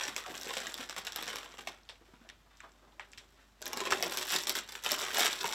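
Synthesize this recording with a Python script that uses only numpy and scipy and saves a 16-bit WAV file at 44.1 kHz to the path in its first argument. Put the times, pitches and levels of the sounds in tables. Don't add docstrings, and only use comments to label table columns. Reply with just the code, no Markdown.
import sys
import numpy as np
from scipy import signal
from scipy.fft import rfft, irfft
from scipy.io import wavfile

SR = 44100
rng = np.random.default_rng(int(sys.argv[2]) if len(sys.argv) > 2 else 0)


def int16_out(signal):
    q = np.round(np.clip(np.atleast_2d(signal).T, -1, 1) * 32767)
    wavfile.write(sys.argv[1], SR, q.astype(np.int16))


N = 244652


# f/Hz, relative level per Hz/dB
HISS_COLOUR = [(41, -47), (70, 0.5), (155, -7.5), (228, -4), (506, -15), (679, -11), (3410, -17.5),
               (7730, -23.5), (9060, -31), (13300, -29.5), (16000, -32)]
HISS_DB = -68
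HUM_HZ, HUM_DB = 50.2, -68

# t/s, level/dB
HAND_EFFORT = [(0.0, -40.5), (0.14, -52.5), (0.3, -51), (0.36, -45.5), (0.58, -49), (0.72, -51.5),
               (0.8, -45.5), (0.89, -54.5), (0.985, -58), (1.04, -62), (1.14, -53), (1.29, -45.5),
               (1.42, -55), (1.56, -60), (1.66, -60.5), (1.83, -72.5), (2.2, -71), (2.45, -79), (2.65, -70),
               (2.94, -77), (3.2, -68), (3.6, -74.5), (3.63, -59), (3.81, -45), (3.9, -51), (4.02, -43.5),
               (4.26, -44.5), (4.35, -35), (4.45, -51), (4.58, -55), (4.66, -63.5), (4.83, -54.5),
               (4.85, -40), (4.93, -39.5), (5.0, -39.5), (5.13, -42.5), (5.17, -34.5), (5.27, -37),
               (5.38, -45.5), (5.46, -35.5), (5.55, -45.5)]
FLURRY_T60_S = 0.18

# t/s, crackle tilt/dB per octave, contents level against the handling/dB
BAG_CHARACTER = [(0, -3.5, -4), (.45, -1, -3), (1.0, -3.5, -4.5), (1.6, -3, 1.5), (1.9, -2.5, -9),
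                 (2.3, -1.5, 11), (2.5, 1, -15), (2.85, -2.5, 11.5), (3.5, 0.5, -2.5), (3.7, -5, -0.5),
                 (4.05, -1.5, -2), (4.3, 1, -10), (4.7, 0, -6.5), (5.1, -2, -10), (5.55, -1.5, -10.5)]
BRIGHT_PER_DB = 0.06

# f/Hz, relative level per Hz/dB
FILM_COLOUR = [(240, -29), (400, -26), (481, -23.5), (935, 9.5), (5520, -2.5), (7630, -5.5), (8900, -25),
               (12100, -19), (16000, 11.5)]
CREASES_PER_S, CREASE_SPREAD_DB = 1300.0, 4.6
CRACKLE_SHARE, RUSTLE_SHARE = 0.46, 0.52

# f/Hz, width/Hz, relative level/dB
BOX_RESONANCES = [(252, 36, -8), (384, 48, 2), (603, 21, 0), (1014, 220, -3.5)]
# t/s, box level against the soft rustle/dB
BOX_CONTACT_LEVEL = [(0, -23), (3.5, -1), (3.62, 5), (4.3, 2.5), (4.6, -3.5), (5.55, 4)]

# f/Hz, time to fall by 60 dB/s
ROOM_DECAY = [(200, 0.46), (530, 0.37), (1400, 0.36), (3700, 0.29), (9700, 0.064)]
ROOM_DB, EARLY_DB, EARLY_T60_S, WALL_CUT_HZ = -11, -10.5, 0.071, 7100
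ECHO_SPARSE = 2.6

# body (350-1200 Hz), treble (over 7000 Hz) and the flurry that follows
LOUD_SNAPS = [(0.01, -23.5, -29, -45, -32), (0.034, -22, -30, -21, -31), (0.051, -22, -30, -23, -25),
              (0.079, -18.5, -21.5, -21, -20), (0.163, -14, -22.5, -18.5, -23),
              (0.261, -31, -9.5, -22, -25), (0.313, -36, -17, -14, -20), (0.341, -28, -17, -22, -25),
              (0.352, -25.5, -24, -22, -15), (0.378, -27.5, -27, -15, -31), (0.412, -29, -28, -11, -19),
              (0.432, -29, -33, -6, -24), (0.471, -23.5, -21, -18, -19), (0.49, -28, -13, -19, -20),
              (0.495, -28.5, -10, -28, -22), (0.506, -30.5, -3.5, -23, -23), (0.533, -27.5, -9.5, -10, -19),
              (0.537, -21, -22, -21, -24), (0.568, -22.5, -13.5, -27, -14), (0.574, -32, -12, -21, -22),
              (0.602, -22.5, -27, -21, -19.5), (0.614, -29, -19, -21, -24), (0.657, -35.5, -4, -28, -24),
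              (0.668, -20.5, -19.5, -18, -20), (0.741, -23, -23, -9.5, -25), (0.805, -34, -5.5, -19, -27),
              (0.827, -31, -17, -20, -16), (0.895, -21, -18.5, -17.5, -19.5), (0.963, -23.5, -18, -17, -15),
              (0.982, -25, -18, -19, -13.5), (1.049, -27, -17.5, -11, -18), (1.068, -20.5, -27, -13, -23.5),
              (1.072, -25.5, -14, -34, -26), (1.121, -27.5, -31, -11, -33), (1.13, -31, -26, -19, -27),
              (1.16, -19, -21, -5, -19), (1.185, -28, -15, -29, -19), (1.189, -31, -15, -20, -24),
              (1.213, -35, -18, -20, -25), (1.225, -25, -18.5, -7.5, -22), (1.233, -28.5, -31, -14, -22),
              (1.241, -29, -17, -12, -25), (1.257, -30, -25, -12, -22), (1.278, -20, -21, -20, -23),
              (1.285, -26, -19, -28, -29), (1.339, -37, -7, -19, -20), (1.357, -22, -18.5, -11, -17.5),
              (1.43, -38, -12, -19, -13), (1.459, -37.5, -8.5, -25, -22), (1.54, -39.5, -9, -16, -15),
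              (1.582, -32, -16, -20, -16), (1.591, -32, -21, -34, -13.5), (1.672, -20.5, -14.5, -19, -21),
              (3.608, -44, -15, -18, -22), (3.617, -28.5, -19, -7, -22.5), (3.624, -25.5, -32, -18.5, -35),
              (3.656, -29, -23, -1, -21), (3.665, -20.5, -23, -16, -32), (3.678, -29.5, -19, 0.5, -21),
              (3.731, -18, -17.5, -11, -32), (3.772, -18.5, -19.5, -11.5, -32), (3.794, -30, -10, -28, -24),
              (3.804, -19, -25, -17, -19), (3.813, -28, -12, -11, -16), (3.853, -23, -14, -18, -18),
              (3.871, -22.5, -12.5, -25, -21.5), (3.905, -17, -25, -21, -40), (3.91, -16.5, -16, -13, -21),
              (3.921, -19, -18, -24, -16), (3.969, -34.5, -11, -11, -16), (4.006, -25, -10, -13, -23),
              (4.025, -12, -17.5, -9.5, -23), (4.03, -20, -14, -20, -22), (4.038, -22, -12, -22, -20),
              (4.065, -20.5, -21, -19, -23), (4.121, -28, -11.5, -15, -12.5), (4.172, -16, -27, -5, -20.5),
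              (4.181, -22, -20, -18, -22), (4.186, -21, -26, -12, -22), (4.222, -22.5, -26, -16, -18.5),
              (4.258, -30, -25, -19, -21), (4.28, -26.5, -19, -28, -31), (4.303, -17, -26, -21, -35),
              (4.313, -25, -25.5, -26, -11), (4.333, -16.5, -26, -33, -21.5), (4.351, -22.5, -13, -11, -24),
              (4.361, -11.5, -37.5, -29, -30), (4.386, -20.5, -26, -12, -16), (4.435, -22, -24, -12, -24),
              (4.47, -15.5, -22.5, -14, -20.5), (4.482, -37, -16, 5, -22),
              (4.494, -14.5, -26.5, -2.5, -17.5), (4.552, -16, -21.5, -17.5, -20.5),
              (4.567, -22.5, -24.5, -9, -15.5), (4.587, -19.5, -30, -23, -28), (4.676, -39, -26, -18, -18),
              (4.688, -28.5, -23.5, -20, -18), (4.721, -29, -22.5, -8, -19), (4.752, -25, -25, -35.5, -21),
              (4.837, -28, -24, -4, -25), (4.847, -25.5, -24, -4, -20), (4.861, -16.5, -15, -26, -25),
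              (4.909, -18, -23.5, -22, -16), (4.917, -15, -19.5, -5, -13), (4.929, -19, -18.5, -22, -16),
              (4.989, -23, -20, -10, -22), (5.013, -26, -20, -7, -20), (5.052, -28, -15, -31, -17),
              (5.113, -26.5, -24, -29, -25), (5.131, -28, -18, -7, -16), (5.145, -21, -22, -4.5, -15),
              (5.155, -23, -21, -30, -18), (5.165, -20, -18, -24, -15), (5.183, -20, -9, -2, -22),
              (5.193, -12, -18, -8, -24), (5.196, -14.5, -26, -20, -24), (5.201, -19, -22, -18, -24),
              (5.205, -12.5, -22, -7, -19), (5.21, -25, -21, -17, -25), (5.221, -16.5, -19, -18, -22),
              (5.231, -17.5, -29, -24, -20), (5.248, -17.5, -10.5, -6.5, -17), (5.258, -15, -21, -7, -24),
              (5.264, -12.5, -28, -33, -21), (5.269, -22, -12, -19, -29), (5.277, -24, -15, -15, -31),
              (5.29, -31, -30, -20, -26), (5.308, -30, -29, -11, -31), (5.328, -24.5, -42, -25, -31),
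              (5.359, -31, -22, -13, -20), (5.41, -22.5, -31, -20.5, -16), (5.442, -20, -15, -19, -35),
              (5.454, -24.5, -10, -16, -20), (5.46, -27, -15, -15, -20), (5.476, -26, -15, -10, -28),
              (5.494, -30, -21, -17, -20), (5.511, -27, -15.5, -10, -20), (5.524, -20, -21, -20, -17)]
SNAP_BAND_EDGES = [350, 1200, 3000, 7000, 15500]
SNAP_DECAY = [0.021, 0.014, 0.0039, 0.00078]
SETTLE_DB, SETTLE_T60_S = -9.958, 0.034
CREST_DB = 8.5
MIDDLE_DB, LEAN = -4.5, 0.33
SMALL_PER_S, SMALL_SCATTER_DB = 45.0, 4.5
SMALL_SNAP_LEVELS = [2.6, 9.3, 11.4, 5.2]
BUSY_DB = -62
SNAP_DELAY_S = .001

# t/s, level/dB, f/Hz
SOFT_BUMPS = [(0.02, -41, 1194), (0.083, -35.5, 270), (0.161, -39, 990), (0.3, -36, 347),
              (0.337, -42, 1100), (0.466, -32.5, 418), (0.508, -42, 437), (0.793, -37.5, 252),
              (2.012, -51.5, 340), (2.086, -52, 390), (2.136, -43, 236), (2.214, -46, 236),
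              (2.249, -50.5, 680), (3.38, -65, 900), (3.92, -30, 400), (4.033, -29.5, 435),
              (5.442, -23.5, 936)]

# t/s, level/dB, f/Hz
EDGE_SLIDE = [(0.245, -48, 1399), (0.265, -50, 897), (0.295, -47.5, 371), (0.335, -57, 308),
              (0.37, -68, 298)]
SLIDE_ROUGH_HZ = 130

# t/s, knock peak level/dB, f/Hz,
# bright crack peak and tail rms levels against the knock/dB
PITCHED_TICKS = [(1.832, -53, 4600, -20, -30), (1.851, -54, 3400, -2, -32), (1.889, -37, 3570, -2.5, -16),
                 (1.891, -43, 780, -32, -6), (1.894, -36.5, 2180, -10, -18), (1.899, -41, 3500, -8, -20),
                 (1.904, -43, 3600, -14, -20), (1.955, -51, 2500, -10, -18), (2.195, -66, 5500, -10, -30),
                 (2.289, -39.5, 2340, 1, -16), (2.294, -46, 3000, -10, -20), (2.298, -40, 2200, 0, -20),
                 (2.57, -48, 5230, -12, -25), (2.58, -62, 4000, -7, -22), (2.595, -56, 3000, -4, -14),
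                 (2.553, -61, 4200, -20, -27), (2.603, -36, 1830, -9, -18), (2.718, -53, 5600, -20, -27),
                 (2.922, -55, 3400, -20, -23), (2.995, -29.5, 1960, -14.5, -17.5),
                 (2.995, -35.5, 890, -30, -14), (3.004, -35, 1900, -12, -16), (3.086, -62, 9500, -8, -30),
                 (3.117, -49, 7500, -5, -30), (3.126, -50, 5700, -3, -31), (3.132, -38, 2270, -7, -21),
                 (3.175, -42, 2620, 1, -11), (3.18, -42.5, 2300, 3, -15), (3.185, -44, 5800, -3, -16),
                 (3.921, -14, 1300, -4, -24), (3.926, -17, 1800, -10, -20), (3.932, -21, 2100, -12, -20)]
TICK_SPAN = 1.35
TICK_T60_S, TICK_TAIL_T60_S = 0.0056, .2
# delay/s, level/dB
TICK_REPEATS = [(.0022, -6), (.0047, -12), (.0088, -16)]

# t/s, swell time/s, level at the top of the swell/dB, f/Hz
HAND_SCUFFS = [(2.014, 0.0066, -59, 595), (2.08, 0.005, -60, 650), (2.135, 0.0081, -63, 1200),
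               (2.245, .012, -63, 890), (2.458, 0.0068, -64.5, 800), (2.506, .005, -60.5, 1090),
               (2.525, .012, -67.5, 1300), (2.633, 0.011, -50, 750), (2.822, 0.0091, -62, 637),
               (2.866, 0.01, -62, 650), (2.922, 0.008, -64, 695), (3.36, .03, -66.5, 1210)]
SCUFF_SPAN = 1.8

# f/Hz, width/Hz, gain before the overall cut/dB
PORT_RESONANCES = [(1580, 840, 3), (3585, 860, 8), (5560, 780, 7.5), (7590, 545, 10.5), (8850, 750, -7),
                   (9660, 1500, 4.5), (11940, 620, 8)]
CUTOFF_HZ = 16700


def amp(db):
    return 10 ** (np.asarray(db) / 20)


def rms_one(x):
    return x / np.sqrt(np.mean(x ** 2) + 1e-20)


def in_time(rows):
    s, *columns = np.transpose(rows)
    return [np.interp(np.arange(N) / SR, s, c) for c in columns]


def at_hz(points, hz):
    table = np.array(points)
    return np.interp(np.log(hz), np.log(table[:, 0]), table[:, 1])


def band(x, low, high):
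    return signal.sosfilt(signal.butter(2, [low, high], "band", fs=SR, output="sos"), x + 1e-18)


def resonance(x, hz, width):
    r = np.exp(-np.pi * width / SR)
    top = np.array([1, 0, -1]) * (1 - r * r) / 2
    bottom = [1, -2 * r * np.cos(2 * np.pi * hz / SR), r * r]
    return signal.lfilter(top, bottom, x + 1e-18)


def drift(rate):
    r = np.exp(-20 * np.pi * rate / SR)
    white = rng.standard_normal(N // 10 + 2002)
    slow = signal.lfilter([1], [1, -2 * r, r * r], white)[2000:]
    return np.interp(np.arange(N) / 10, np.arange(len(slow)), rms_one(slow))


def place(times, sounds):
    out = np.zeros(N + SR)
    for start, sound in zip(np.round(times * SR).astype(int), sounds):
        out[start:start + len(sound)] += sound
    return out[:N]


def grains(per_s, spread_db):
    born = rng.random(N) < per_s * amp(4 * drift(30)) / SR
    size = np.minimum(rng.exponential(1, N), 3)
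    return born * amp(spread_db * size) * rng.choice([-1, 1], N)


def background():
    hz = np.maximum(np.arange(N // 2 + 1) * SR / N, 1)
    spectrum = rfft(rng.standard_normal(N)) * amp(at_hz(HISS_COLOUR, hz))
    hiss = rms_one(irfft(spectrum, N))
    sine = np.sqrt(2) * np.sin(2 * np.pi * HUM_HZ * np.arange(N) / SR)
    hum = sine * amp(0.17 * drift(3.3))
    return amp(HISS_DB) * hiss + amp(HUM_DB) * hum


def handling():
    rows, t = np.array(LOUD_SNAPS), np.arange(SR // 4) / SR
    flurry_db = rows[:, 1:2] + rows[:, 4:] - 60 * t / FLURRY_T60_S
    flurry = place(rows[:, 0], amp(flurry_db) ** 2)
    return 10 * np.log10(amp(in_time(HAND_EFFORT)[0]) ** 2 + flurry)


def crackle(level_db, bright_db):
    clicks, pitches = grains(CREASES_PER_S, CREASE_SPREAD_DB), np.geomspace(450, 14500, 22)
    dealt, out = rng.integers(0, 22, N), 0
    for k, hz in enumerate(pitches):
        own = clicks * (np.abs(dealt - k) < 3)
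        ringing = rms_one(resonance(own, hz, .4 * hz))
        tilt = np.clip(bright_db, -5, 2) * np.log2(hz / 2500)
        out = out + amp(at_hz(FILM_COLOUR, hz)) * amp(tilt) * np.sqrt(hz) * ringing
    untilted_rms = np.sqrt(np.sum(amp(at_hz(FILM_COLOUR, pitches)) ** 2 * pitches))
    return CRACKLE_SHARE * amp(level_db) * out / untilted_rms


def rustle(level_db):
    soft = rms_one(band(band(grains(500.0, 5.5), 147, 2600), 118, 890))
    box = rms_one(sum(amp(db) * resonance(soft, hz, width) for hz, width, db in BOX_RESONANCES))
    return RUSTLE_SHARE * amp(level_db) * (soft + amp(in_time(BOX_CONTACT_LEVEL)[0]) * box)


def room(x, count=64):
    t, edges = np.arange(SR // 3) / SR, 100 * 2 ** np.arange(0, 7.6, .5)
    white = rng.standard_normal((3, count, len(t)))
    tail = 0
    for k, (low, high) in enumerate(zip(edges, edges[1:])):
        tail = tail + band(white[k % 2], low, high) * amp(-60 * t / at_hz(ROOM_DECAY, low))
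    tail *= 1 - np.exp(-t / 0.0024)
    sparse = white[2] * (np.abs(white[2]) > ECHO_SPARSE)
    early = band(sparse, 200, WALL_CUT_HZ) * amp(-60 * t / EARLY_T60_S) * (1 - np.exp(-t / 0.00051))
    response = (amp(ROOM_DB) * rms_one(tail) + amp(EARLY_DB) * rms_one(early)) / np.sqrt(len(t))
    step = N // count + 1
    pieces = np.pad(x, (0, step * count - N)).reshape(count, step)
    return place(np.arange(count) * step / SR, signal.fftconvolve(pieces, response, axes=1))


def snap_levels():
    s, peak, body, treble, _ = np.transpose(LOUD_SNAPS)
    lean = LEAN * (body - treble)
    loud = peak + np.array([body + CREST_DB, MIDDLE_DB + lean, MIDDLE_DB - lean, treble + CREST_DB])
    draw = np.minimum(rng.standard_normal((500, 4)), 1.5)
    when = np.cumsum(rng.exponential(1, 500)) / SMALL_PER_S
    effort_db = np.interp(when, *np.transpose(HAND_EFFORT))
    small = effort_db[:, None] + SMALL_SNAP_LEVELS + SMALL_SCATTER_DB * draw
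    kept = (when < N / SR) & (rng.random(500) < amp(effort_db - BUSY_DB) ** 2)
    return np.vstack([np.column_stack([s, loud.T]), np.column_stack([when, small])[kept]])


def snaps():
    rows, t = snap_levels(), np.arange(2600) / SR
    noise, chance = rng.standard_normal((len(rows), 2, len(t))).transpose(1, 0, 2)
    settling = noise * (chance > 1.6) * amp(SETTLE_DB - 60 * t / SETTLE_T60_S)
    shiver = .5 * noise
    shiver[:, 0] = 2.2 * np.sign(shiver[:, 0])
    out = 0
    for k, t60 in enumerate(SNAP_DECAY):
        burst = shiver * amp(-60 * t / t60) + settling
        burst = band(burst, SNAP_BAND_EDGES[k], SNAP_BAND_EDGES[k + 1])
        burst /= np.abs(burst[:, :150]).max(axis=1, keepdims=True)
        out = out + burst * amp(rows[:, 1 + k])[:, None]
    return place(rows[:, 0] + SNAP_DELAY_S, band(out, 450, 22000))


def bumps():
    rows, t = np.array(SOFT_BUMPS), np.arange(3000) / SR
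    thud = 1.9 * np.sin(2 * np.pi * rows[:, 2:3] * t) * amp(-60 * t / 0.097)
    puff = band(2.0 * rng.standard_normal((len(rows), len(t))), 150, 1240)
    envelope = amp(-60 * t / 0.043) * (1 - np.exp(-t / 0.0018))
    return place(rows[:, 0], amp(rows[:, 1:2]) * (thud + puff) * envelope)


def slide():
    level_db, hz = in_time(EDGE_SLIDE)
    s = np.arange(N) / SR
    touching = (s > EDGE_SLIDE[0][0]) & (s < EDGE_SLIDE[-1][0])
    tone = np.sqrt(2) * np.sin(2 * np.pi * np.cumsum(hz) / SR)
    return touching * amp(level_db) * drift(SLIDE_ROUGH_HZ) * tone


def ticks():
    t, out = np.arange(5000) / SR, []
    noise = rng.standard_normal((len(PITCHED_TICKS), 3, len(t)))
    for (s, db, hz, crack_db, tail_db), (knock, crack, tail) in zip(PITCHED_TICKS, noise):
        decay = amp(-60 * t / TICK_T60_S)
        knock = knock * decay + amp(13 - 60 * t / 0.00021)
        for _ in range(2):
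            knock = band(knock, hz / TICK_SPAN, hz * TICK_SPAN)
        crack = band(crack * decay, 2800, 7100)
        hit = knock / np.abs(knock).max() + amp(crack_db) * crack / np.abs(crack).max()
        hit = hit + sum(amp(repeat_db) * np.interp(t - lag, t, hit) for lag, repeat_db in TICK_REPEATS)
        tail = rms_one(band(tail, hz / TICK_SPAN ** 2, min(hz * TICK_SPAN, 16000)))
        tail = tail * amp(tail_db - 60 * t / TICK_TAIL_T60_S) * (1 - np.exp(-t / 0.0018))
        out.append(amp(db) * (hit + tail))
    return place(np.array(PITCHED_TICKS)[:, 0] + SNAP_DELAY_S, np.array(out))


def scuffs():
    t, out = np.arange(8000) / SR, []
    noise = rng.standard_normal((len(HAND_SCUFFS), 2, len(t)))
    for (s, swell, db, hz), (fine, grain) in zip(HAND_SCUFFS, noise):
        brush = rms_one(band(fine * amp(4.5 * grain), hz / SCUFF_SPAN, hz * SCUFF_SPAN))
        envelope = t / swell * np.exp(1 - t / swell)
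        out.append(amp(db) * brush * envelope)
    return place(np.array(HAND_SCUFFS)[:, 0], np.array(out))


def port(x):
    change = sum((amp(db) - 1) * resonance(x, hz, width) for hz, width, db in PORT_RESONANCES)
    return amp(-4.0) * (x + change)


def scene():
    level_db, (tilt_db, contents_db) = handling(), in_time(BAG_CHARACTER)
    bright_db = tilt_db + BRIGHT_PER_DB * (level_db + 50)
    bag = crackle(level_db, bright_db) + rustle(level_db + contents_db) + snaps()
    near = bag + bumps() + slide() + scuffs()
    heard = band(near + room(near) + ticks(), 58, 20500)
    return (port(heard) + background())[None]


def record(dry):
    thin = signal.sosfilt(signal.butter(6, 15400, fs=SR, output="sos"), dry)
    return signal.sosfilt(signal.cheby2(14, 40, CUTOFF_HZ, fs=SR, output="sos"), thin)


dry = scene()
out = record(dry)
int16_out(out)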